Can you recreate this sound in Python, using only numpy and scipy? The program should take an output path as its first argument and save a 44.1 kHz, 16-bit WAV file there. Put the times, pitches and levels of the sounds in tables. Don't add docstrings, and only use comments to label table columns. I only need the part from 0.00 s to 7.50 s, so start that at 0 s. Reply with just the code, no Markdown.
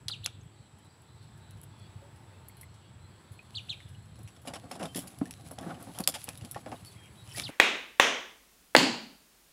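import sys
import numpy as np
from scipy import signal
from scipy.io import wavfile
from scipy.ndimage import uniform_filter1d

SR = 44100
rng = np.random.default_rng(int(sys.argv[2]) if len(sys.argv) > 2 else 0)


def waveform_to_disk(signal):
    frames = np.transpose(np.atleast_2d(signal))
    scaled = np.clip(frames, -1, 1) * 32767
    samples = np.round(scaled).astype(np.int16)
    wavfile.write(sys.argv[1], SR, samples)


def invert_db(x):
    u = np.asarray(x, float) / 20
    return 10 ** u


N = 330915
T = np.arange(N) / SR

# (time [s], level [dB])
ENGINE_SWELL = [(0, -51.5), (.3, -50.5), (.85, -57.5), (1.4, -52.5), (1.85, -48.5), (2.4, -54),
                (3.1, -56.5), (3.5, -52), (4, -49), (4.8, -56), (5.4, -51.5), (5.75, -53), (6.1, -54.5),
                (6.7, -50), (7.05, -55), (7.5, -49.5)]
# (centre [Hz], width [Hz], gain [dB])
EXHAUST_MODES = [(73.7, 62, -2.5), (103, 39.2, 5.5), (159.4, 61.5, -7.5)]
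# (frequency [Hz], relative density [dB per Hz])
AIR_SPECTRUM = [(120, -30), (200, 4.5), (259, -12), (360, 7.5), (416, -8.5), (867, -6), (2330, -15),
                (3830, -17), (6640, -30), (7830, -48), (8580, -60), (10100, -33.5), (14900, -57),
                (16000, -25)]
# (time [s], gain [dB])
HISS_SWELL = [(0, -0.5), (.6, -1.5), (1.3, -0.5), (2, 2), (2.7, 0), (3.4, 0.5), (4, -0.5), (5.5, -2),
              (7.5, 2)]
# (time [s], level [dB])
HUM_SWELL = [(0, -85), (1, -77), (2, -68), (3, -73.5), (4, -117), (7.5, -101)]
# (time [s], treble level [dB], middle over treble [dB], t60 [s], click over rattle [dB])
SNAP_EVENTS = [(0.0824, -32, 1.5, 0.021, -8), (0.0877, -47, 12, .028, -10), (0.0963, -57.5, 6, .3, 13),
               (0.2454, -45.5, -16, 0.04, 19), (.261, -42.5, 5.5, 0.045, 21), (.7855, -56, -7, 0.051, 0),
               (1.0182, -58, -17, .09, 1), (1.509, -54, -11, 0.073, 15.5), (1.615, -59, -22, .11, 24),
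               (1.633, -40, -17, 0.059, -4), (2.4845, -33.5, -37, 0.031, -5), (2.569, -49, -25, .11, -1),
               (2.6117, -37.5, -20, 0.077, -10), (3.3188, -51, -14, .16, 0), (3.8045, -77, 4, 0.12, 20),
               (3.8887, -56, -3, 0.072, 6), (4.1569, -62.5, 4, 0.065, 10), (4.1896, -55, -8, 0.18, -2.5),
               (4.2312, -49, -20, 0.078, 6), (4.276, -55.5, 9, 0.074, 3.5), (4.363, -61.5, 12, 0.047, -5),
               (4.4175, -53.5, -13, .12, 3), (4.4546, -54, 1, .15, 0), (4.474, -43.5, 8.5, 0.099, -1),
               (4.486, -58, -2, 0.048, 11), (4.5372, -44.5, 8.5, 0.073, 6), (4.5557, -53, 17, 0.062, 2),
               (4.7133, -44, 6, 0.16, -10), (4.753, -49, 5.5, .053, 1), (4.794, -53.5, 6.5, 0.43, 0),
               (4.83, -47.5, 9, 0.11, 10), (4.855, -46, 10, 0.049, -4), (4.9468, -44, 3.5, 0.2, 2),
               (4.9589, -29, -9.5, 0.21, 3), (4.97, -34.5, -10.5, 0.14, -21), (4.9895, -31, -7, .06, 0),
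               (5.022, -48, -20, .085, 13), (5.073, -38.5, -7, 0.084, 2), (5.1874, -49.5, -10, .057, 17),
               (5.256, -52, 1.5, 0.12, 12), (5.3096, -47.5, -1.5, 0.1, 19.5), (5.511, -39, -14, .09, 3),
               (5.587, -56.5, 13, 0.093, 16.5), (5.6115, -57.5, -4, 0.74, 18), (5.705, -73, 28, 0.072, -3),
               (5.74, -73, 27, 0.12, -6), (5.8265, -38.5, -18, 0.037, 9.5), (5.948, -53.5, 0, 0.43, 9),
               (5.9876, -36.5, -8.5, 0.14, 18), (6.0051, -34, -12, .06, 16), (6.039, -41, -11, 0.038, 14),
               (6.0754, -17, -7, 0.083, 17), (6.1219, -52, 8, 0.058, 2), (6.14, -36.5, 5.5, 0.11, -10),
               (6.152, -44.5, 10.5, 0.061, -3), (6.242, -36.5, -19, 0.055, 18), (6.273, -67, 23, .21, -2),
               (6.2896, -39, -1.5, .056, 17), (6.3444, -55, -7, .12, 3), (6.3754, -40, -13, 0.044, 10),
               (6.4108, -61.5, 13.5, 0.13, -1), (6.449, -46, 0, .066, 10.5),
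               (6.5126, -33, -18.5, 0.093, 13), (6.546, -58.5, 11.5, 0.1, 13), (6.579, -64, 11.5, 0.13, 8),
               (6.661, -73, 27, 0.14, 1), (6.7168, -67.5, 20, 0.19, 12), (6.849, -50.5, -4.5, .13, 14),
               (6.8568, -48.5, -7, 0.32, 4), (6.909, -56, 1, 0.22, 1), (7.2757, -60, 5, .08, 14),
               (7.2905, -52, -1, 0.47, 3), (7.334, -44, -10, 0.29, -2), (7.3608, -46, 5, 0.14, 0),
               (7.372, -40, 2, 0.096, 4), (7.382, -38, -8, 0.087, 4), (7.395, -41, 5.5, 0.18, 4),
               (7.4167, -49, -2, 0.079, 14)]
# (time [s], level [dB], note [Hz], t60 [s])
WIRE_NOTES = [(0.0827, -14, 4050, 0.039), (0.2611, -11, 5580, .012), (4.5372, -29, 2100, .04),
              (4.722, -36, 2600, .05), (6.038, -25.5, 4400, .04), (6.14, -35, 2600, .15),
              (6.2883, -32, 2900, .03)]
# (time [s], level [dB], upper over lower modes [dB], drag [s])
HULL_KNOCKS = [(0.092, -53.5, 13, 0.0083), (0.257, -45.5, 7.5, 0.0097), (4.184, -40, -5, 0.026),
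               (4.368, -47, 3, 0.0053), (4.451, -50.5, 15.5, 0.032), (4.472, -34, 5.5, 0.038),
               (4.534, -39.5, 11.5, 0.0069), (4.555, -40, 11, 0.0077), (4.711, -35, 7, 0.022),
               (4.753, -37, 4, 0.0095), (4.798, -25.5, 3.5, 0.028), (4.831, -26, 0.5, 0.024),
               (4.853, -34.5, 5, 0.014), (4.955, -25.5, -10, 0.032), (4.976, -30.5, -1, 0.012),
               (5.132, -49, 2, 0.01), (5.213, -20.5, -6.5, 0.012), (5.253, -34, -26, 0.035),
               (5.435, -48, -21, 0.017), (5.51, -32, 0, 0.017), (5.583, -36.5, 4, 0.019),
               (5.608, -35.5, -12, 0.025), (5.662, -27, -7.5, 0.015), (5.704, -35, 7.5, 0.014),
               (5.767, -35, -14, 0.0056), (5.869, -32.5, -3, 0.015), (5.891, -38, 0, 0.025),
               (5.947, -48.5, 13, 0.015), (5.978, -44, 14, 0.024), (5.997, -24, 1, 0.0084),
               (6.074, -42.5, 22, 0.0074), (6.141, -46, 17.5, 0.021), (6.281, -40.5, 9.5, 0.012),
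               (6.408, -48, 4, 0.018), (6.438, -30.5, -10, 0.013), (6.56, -30.5, 5.5, 0.0098),
               (6.661, -30, 3, 0.019), (6.689, -33.5, -19, 0.022), (6.719, -30, 6, 0.013),
               (7.371, -31, -1, 0.014), (7.399, -38, -2.5, 0.013), (7.49, -33.5, 3.5, 0.016)]
# (centre [Hz], width [Hz], gain [dB])
LOW_MODES = [(173, 40, 0.5), (284.6, 49, 0.5), (388, 210, -12)]
# (centre [Hz], width [Hz], gain [dB])
HIGH_MODES = [(544, 69, -6.5), (687, 45, -4), (812, 92, -7.5), (1111, 79, -10.5), (1280, 590, -17)]
# (time [s], level [dB], starting pitch [Hz], t60 [s])
DROP_EVENTS = [(0.098, -37.5, 1335, 0.016), (0.272, -38, 1390, 0.015), (.412, -55, 6330, .02),
               (2.02, -54.5, 557, 0.25), (2.497, -53, 2100, 0.032), (2.632, -45, 2030, 0.039),
               (3.392, -42.5, 2445, 0.052), (3.804, -38.5, 2050, 0.0072), (3.949, -51.5, 2870, 0.035),
               (4.947, -41, 1750, 0.026), (5.257, -44, 1750, 0.033), (5.328, -50.5, 5560, .04),
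               (5.3, -50, 900, .05), (5.635, -48, 1720, .04), (5.707, -38, 1390, .03),
               (5.95, -48.5, 3100, .03), (6.374, -50.5, 3670, 0.035), (6.546, -43, 1790, 0.066),
               (6.76, -51, 3720, 0.033), (6.925, -59, 5950, .02), (7.313, -41, 3040, .025),
               (7.32, -46, 2550, 0.024), (7.325, -41.5, 5340, 0.018), (7.347, -42.5, 1870, 0.047),
               (7.36, -35, 4670, 0.015), (7.389, -34.5, 2260, 0.043), (7.404, -42, 1270, 0.024),
               (7.482, -38, 2160, 0.019)]
# (time [s], pitch [Hz], level [dB])
CHIRP_CONTOUR = [(0, 2594, -20), (.008, 3450, -5.5), (.014, 4836, -1.5), (0.021, 4060, -1.5),
                 (.030, 3670, -1.5), (0.039, 3170, -5.5), (0.052, 2550, -12), (.060, 2330, -17),
                 (.066, 2320, -36)]
# (time [s], level [dB], top pitch [Hz], end pitch [Hz], length factor [1])
CHIRP_CALLS = [(0.099, -38, 4850, 2330, 0.9), (0.233, -41, 4300, 2293, 0.79),
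               (3.543, -37, 4750, 2330, 0.95), (3.686, -36.5, 4274, 2293, .88),
               (7.429, -37.5, 5020, 2524, 0.88)]
# (delay [s], gain [dB])
BANK_ECHOES = [(.004, -11), (.011, -15)]
# (time [s], length [s], starting pitch [Hz], level [dB], waver [Hz])
FAR_WHISTLES = [(1.72, .16, 3500, -68, 30), (2.37, .07, 4280, -75, 60), (2.6, .05, 3350, -70, 150),
                (3.8, .09, 3500, -67, 60), (4.2, .09, 4200, -70, 80), (4.865, .08, 3150, -61, 25),
                (5.35, .07, 3950, -70, 25), (6.85, .045, 4480, -57, 60), (6.89, .025, 4000, -62, 250),
                (6.955, .115, 3290, -61, 30), (6.93, .2, 2250, -65, 300), (7.16, .09, 3880, -66, 60),
                (7.255, .1, 3070, -61, 30)]
# (time [s], pull through the leaves [dB], weight on the hull [dB])
TRAP_MOTION = [(3.1, -82, -81), (3.65, -64, -61), (4.091, -76, -80), (4.47, -70.5, -55.5), (4.78, -65, -48),
               (4.99, -57, -49), (5.31, -62, -52), (5.54, -63, -51.5), (5.7, -64.5, -34.5),
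               (5.95, -57, -59), (6.1, -62, -45.5), (6.19, -50, -61), (6.45, -60, -54.5),
               (6.63, -64.5, -59), (6.76, -59.5, -44.5), (6.9, -68, -69), (7.2, -62.5, -77),
               (7.33, -58, -75), (7.38, -40, -62), (7.45, -57, -53), (7.5, -48, -66)]

CYCLE_S, FIRST_THUD_S, THUD_JITTER_S = 0.1352, 0.058, 0.0044
THUD_SCATTER_DB, RUMBLE_FLICKER_DB = 3, 2.5
AIR_DB, INSECT_DB, CHORUS_DB = -61, -72.5, -83
INSECT_HZ, INSECT_WIDTH_HZ, HUM_HZ, HUM_WIDTH_HZ = 7836, 520, 896, 40
TICKS, TICK_DB = 20, -66
CLUMP_S, CLUMP_DB = 0.0025, 4
TWIG_HZ, TWIG_HZ_PER_DB = 3230, -62
RING_SHARPNESS = 2.6
HULL_RING_DB, HULL_T60_S = 9.5, 0.074
DROP_RISE = 0.15
WHISTLE_SAG_HZ_PER_S = 900
LEAVES_DB, MESH_DB, TRICKLE_DB, RUB_DB = -5, -4.5, -16, -4.2
MIC_HZ, MIC_WIDTH_HZ, MIC_DB, MIC_ROLL_HZ, TOP_HZ = 10220, 850, 11.5, 12140, 15900


def level(x, db):
    return x * invert_db(db) / np.sqrt(np.mean(x ** 2))


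def curve(table):
    return invert_db(np.interp(T, *np.transpose(table)))


def band(x, hz, width_hz):
    return signal.lfilter(*signal.iirpeak(hz, hz / width_hz, fs=SR), x)


def twice_band(x, hz, width_hz):
    return band(band(x, hz, width_hz), hz, width_hz)


def body(x, modes):
    return sum((-1) ** k * invert_db(db) * band(x, hz, width_hz) for k, (hz, width_hz, db) in enumerate(modes))


def highpass(x, hz):
    return signal.sosfilt(signal.butter(4, hz, "high", fs=SR, output="sos"), x)


def add(out, s, x):
    i = int(s * SR)
    out[i:i + len(x)] += x[:len(out) - i]


def walk(rate_hz):
    k = int(SR / rate_hz)
    held = np.repeat(rng.standard_normal(N // k + 1), k)
    return 1.3 * uniform_filter1d(uniform_filter1d(held, k), k)[:N]


def grit(size, spread_db):
    x = rng.standard_normal(size) * invert_db(spread_db * rng.exponential(size=size))
    return x / np.sqrt(np.mean(x ** 2))


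def foliage(x, t60_s, db):
    t = T[:SR // 2]
    noise = rng.standard_normal(len(t)) * invert_db(-60 * t / t60_s) * (t > 0.004)
    tail = level(noise, db) / np.sqrt(len(t))
    return x + signal.fftconvolve(x, tail)[:N]


def engine():
    push = 1.54 * invert_db(RUMBLE_FLICKER_DB * walk(16)) * rng.standard_normal(N) / np.sqrt(SR * CYCLE_S)
    chance = rng.standard_normal((60, 2))
    times = FIRST_THUD_S + np.arange(60) * CYCLE_S + THUD_JITTER_S * chance[:, 0]
    heard = times < N / SR
    push[(times[heard] * SR).astype(int)] += invert_db(THUD_SCATTER_DB * chance[heard, 1])
    thud = highpass(band(body(push, EXHAUST_MODES), 142, 200), 27)
    return level(thud, 0) * curve(ENGINE_SWELL)


def air():
    spectrum_hz, spectrum_db = np.transpose(AIR_SPECTRUM)
    hiss = 0
    for hz in 200 * 2 ** np.arange(0, 6.4, 1 / 3):
        db = np.interp(np.log(hz), np.log(spectrum_hz), spectrum_db) + 1.2 * walk(6.7)
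        hiss = hiss + invert_db(db) * twice_band(rng.standard_normal(N), hz, hz / 3)
    return curve(HISS_SWELL) * level(hiss, AIR_DB)


def insects():
    hiss = twice_band(rng.standard_normal(N), INSECT_HZ, INSECT_WIDTH_HZ)
    return level(hiss * invert_db(0.47 * walk(24)), INSECT_DB)


def hum():
    return level(band(rng.standard_normal(N), HUM_HZ, HUM_WIDTH_HZ), 0) * curve(HUM_SWELL)


def snaps():
    out, t = np.zeros(N), T[:SR // 5]
    ticks = [(a * N / SR, TICK_DB + 8 * b, 14 * c - 12, 0.1, 4) for a, b, c in rng.random((TICKS, 3))]
    events = list(SNAP_EVENTS) + ticks
    for (s, db, mid_db, t60_s, click_db), wire in zip(events, rng.random((len(events), 9))):
        clumps = np.interp(t / CLUMP_S, np.arange(101), rng.standard_normal(101))
        fade = invert_db(-60 * t / max(t60_s, 0.005))
        push = grit(len(t), 1.5) * invert_db(CLUMP_DB * clumps) * fade
        push *= np.sqrt(np.sum(fade ** 2) / np.sum(push ** 2))
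        push[0] += 4.15 * invert_db(click_db)
        notes = [(2500 + 1100 * (k + w), 260, 0) for k, w in enumerate(wire)]
        push += 1.7 * body(push, notes)
        hz = TWIG_HZ + TWIG_HZ_PER_DB * mid_db
        middle = invert_db(mid_db) * twice_band(push, hz, 2.07 * hz)
        add(out, s, invert_db(db) * (0.44 * highpass(push, 9900) + 0.92 * middle))
    return foliage(out, 0.16, -22)


def rings():
    out, t = np.zeros(N), T[:SR // 5]
    for s, db, hz, t60_s in WIRE_NOTES:
        push = grit(len(t), 2.6) * invert_db(db - 60 * t / t60_s)
        add(out, s, twice_band(push, hz, hz / RING_SHARPNESS))
    return foliage(out, 0.16, -24)


def hull():
    out, t = np.zeros(N), T[:SR // 5]
    for (s, db, high_db, drag_s), spot in zip(HULL_KNOCKS, rng.standard_normal((len(HULL_KNOCKS), 2))):
        shape = invert_db(db + HULL_RING_DB) * invert_db(-60 * np.maximum(t - drag_s, 0) / HULL_T60_S)
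        shape[:40] *= 3.5
        for modes, part_db, shift in zip((LOW_MODES, HIGH_MODES), (0, high_db - 1.5), 1 + 0.05 * spot):
            push = invert_db(part_db) * shape * grit(len(t), 2.8)
            ring = body(push, [(hz * shift, width_hz, mode_db) for hz, width_hz, mode_db in modes])
            centre_hz = modes[1][0]
            add(out, s, band(ring, centre_hz, 1.8 * centre_hz))
    return out


def bubble(db, hz, t60_s, rise_per_s):
    t = T[:SR // 10]
    tone = np.sin(2 * np.pi * hz * (t + rise_per_s * t * t / 2))
    return invert_db(db - 60 * t / t60_s) * np.minimum(t / 0.00014, 1) * tone


def drops():
    out = np.zeros(N)
    for s, db, hz, t60_s in DROP_EVENTS:
        add(out, s, bubble(db, hz, t60_s, DROP_RISE / t60_s))
    return foliage(out, 0.033, -6)


def chirps():
    out = np.zeros(N)
    at, hz, db = np.transpose(CHIRP_CONTOUR)
    for s, call_db, top_hz, end_hz, stretch in CHIRP_CALLS:
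        t = T[:int(at[-1] * stretch * SR)] / stretch
        reach = (top_hz - end_hz) / (hz.max() - hz[-1])
        pitch_hz = end_hz + reach * (np.interp(t, at, hz) - hz[-1])
        phase = 2 * np.pi * np.cumsum(pitch_hz) / SR
        octave = band(invert_db(-18) * np.sin(2 * phase), 4300, 3700)
        call = np.sqrt(2) * invert_db(call_db + np.interp(t, at, db)) * (np.sin(phase) + octave)
        for delay_s, echo_db in [(0, 0.0088)] + list(BANK_ECHOES):
            add(out, s + delay_s, invert_db(echo_db) * call)
    return out


def whistle(out, s, length_s, start_hz, end_hz, db, waver_hz):
    u = np.linspace(0, 1, int(length_s * SR))
    waver = np.interp(u * length_s * 200, np.arange(60), rng.standard_normal(60))
    phase = 2 * np.pi * np.cumsum(start_hz + (end_hz - start_hz) * u + waver_hz * waver) / SR
    add(out, s, np.sqrt(2) * invert_db(db) * np.sin(np.pi * u) ** 0.55 * np.sin(phase))


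def birds():
    far, chorus = np.zeros((2, N))
    for s, length_s, hz, db, waver_hz in FAR_WHISTLES:
        whistle(far, s, length_s, hz, hz - WHISTLE_SAG_HZ_PER_S * length_s, db, waver_hz)
    for when, length, pitch, glide, loud in rng.random((260, 5)):
        start_hz = 3000 + 1600 * pitch
        end_hz = start_hz + 900 * (glide - 0.6)
        whistle(chorus, when * N / SR, 0.015 + 0.06 * length, start_hz, end_hz, CHORUS_DB + 8 * loud, 200)
    leaves = foliage(chirps() * invert_db(3.5 * walk(350)), 0.14, -9)
    banks = foliage(leaves, 0.6, -16)
    return banks + foliage(far * invert_db(3 * walk(80)), 0.25, -6) + foliage(chorus, 0.45, 5)


def trickle():
    out = np.zeros(N)
    for when, size, loud in rng.random((1600, 3)):
        hz = 700 * 9 ** size
        add(out, when * N / SR, bubble(-16 * loud, hz, 25 / hz, 9.7))
    return out


def brush():
    s, *columns = np.transpose(TRAP_MOTION)
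    pull, weight = (invert_db(np.interp(T, s, c, left=-120)) for c in columns)
    flutter = invert_db(3.0 * walk(60))
    leaves = level(highpass(flutter * grit(N, 3.2), 5400), LEAVES_DB)
    scratch = level(band(flutter * grit(N, 3.9), 3160, 2700), MESH_DB)
    drip = level(trickle(), TRICKLE_DB)
    rub = invert_db(5.0 * walk(40)) * rng.standard_normal(N)
    murmur = level(body(rub, list(LOW_MODES) + list(HIGH_MODES)), RUB_DB)
    return pull * (leaves + scratch + drip) + weight * murmur


def scene():
    distant = engine() + air() + insects() + hum()
    return (distant + snaps() + rings() + hull() + drops() + birds() + brush())[None]


def band_limit(x):
    return signal.sosfilt(signal.butter(12, 16830, fs=SR, output="sos"), x)


def record(dry):
    x = dry + (invert_db(MIC_DB) - 1) * band(dry, MIC_HZ, MIC_WIDTH_HZ)
    x = np.tanh(signal.sosfilt(signal.butter(2, MIC_ROLL_HZ, fs=SR, output="sos"), x))
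    x = signal.sosfilt(signal.cheby2(10, 18, TOP_HZ, fs=SR, output="sos"), x)
    return band_limit(x)


dry = scene()
out = record(dry)
waveform_to_disk(out)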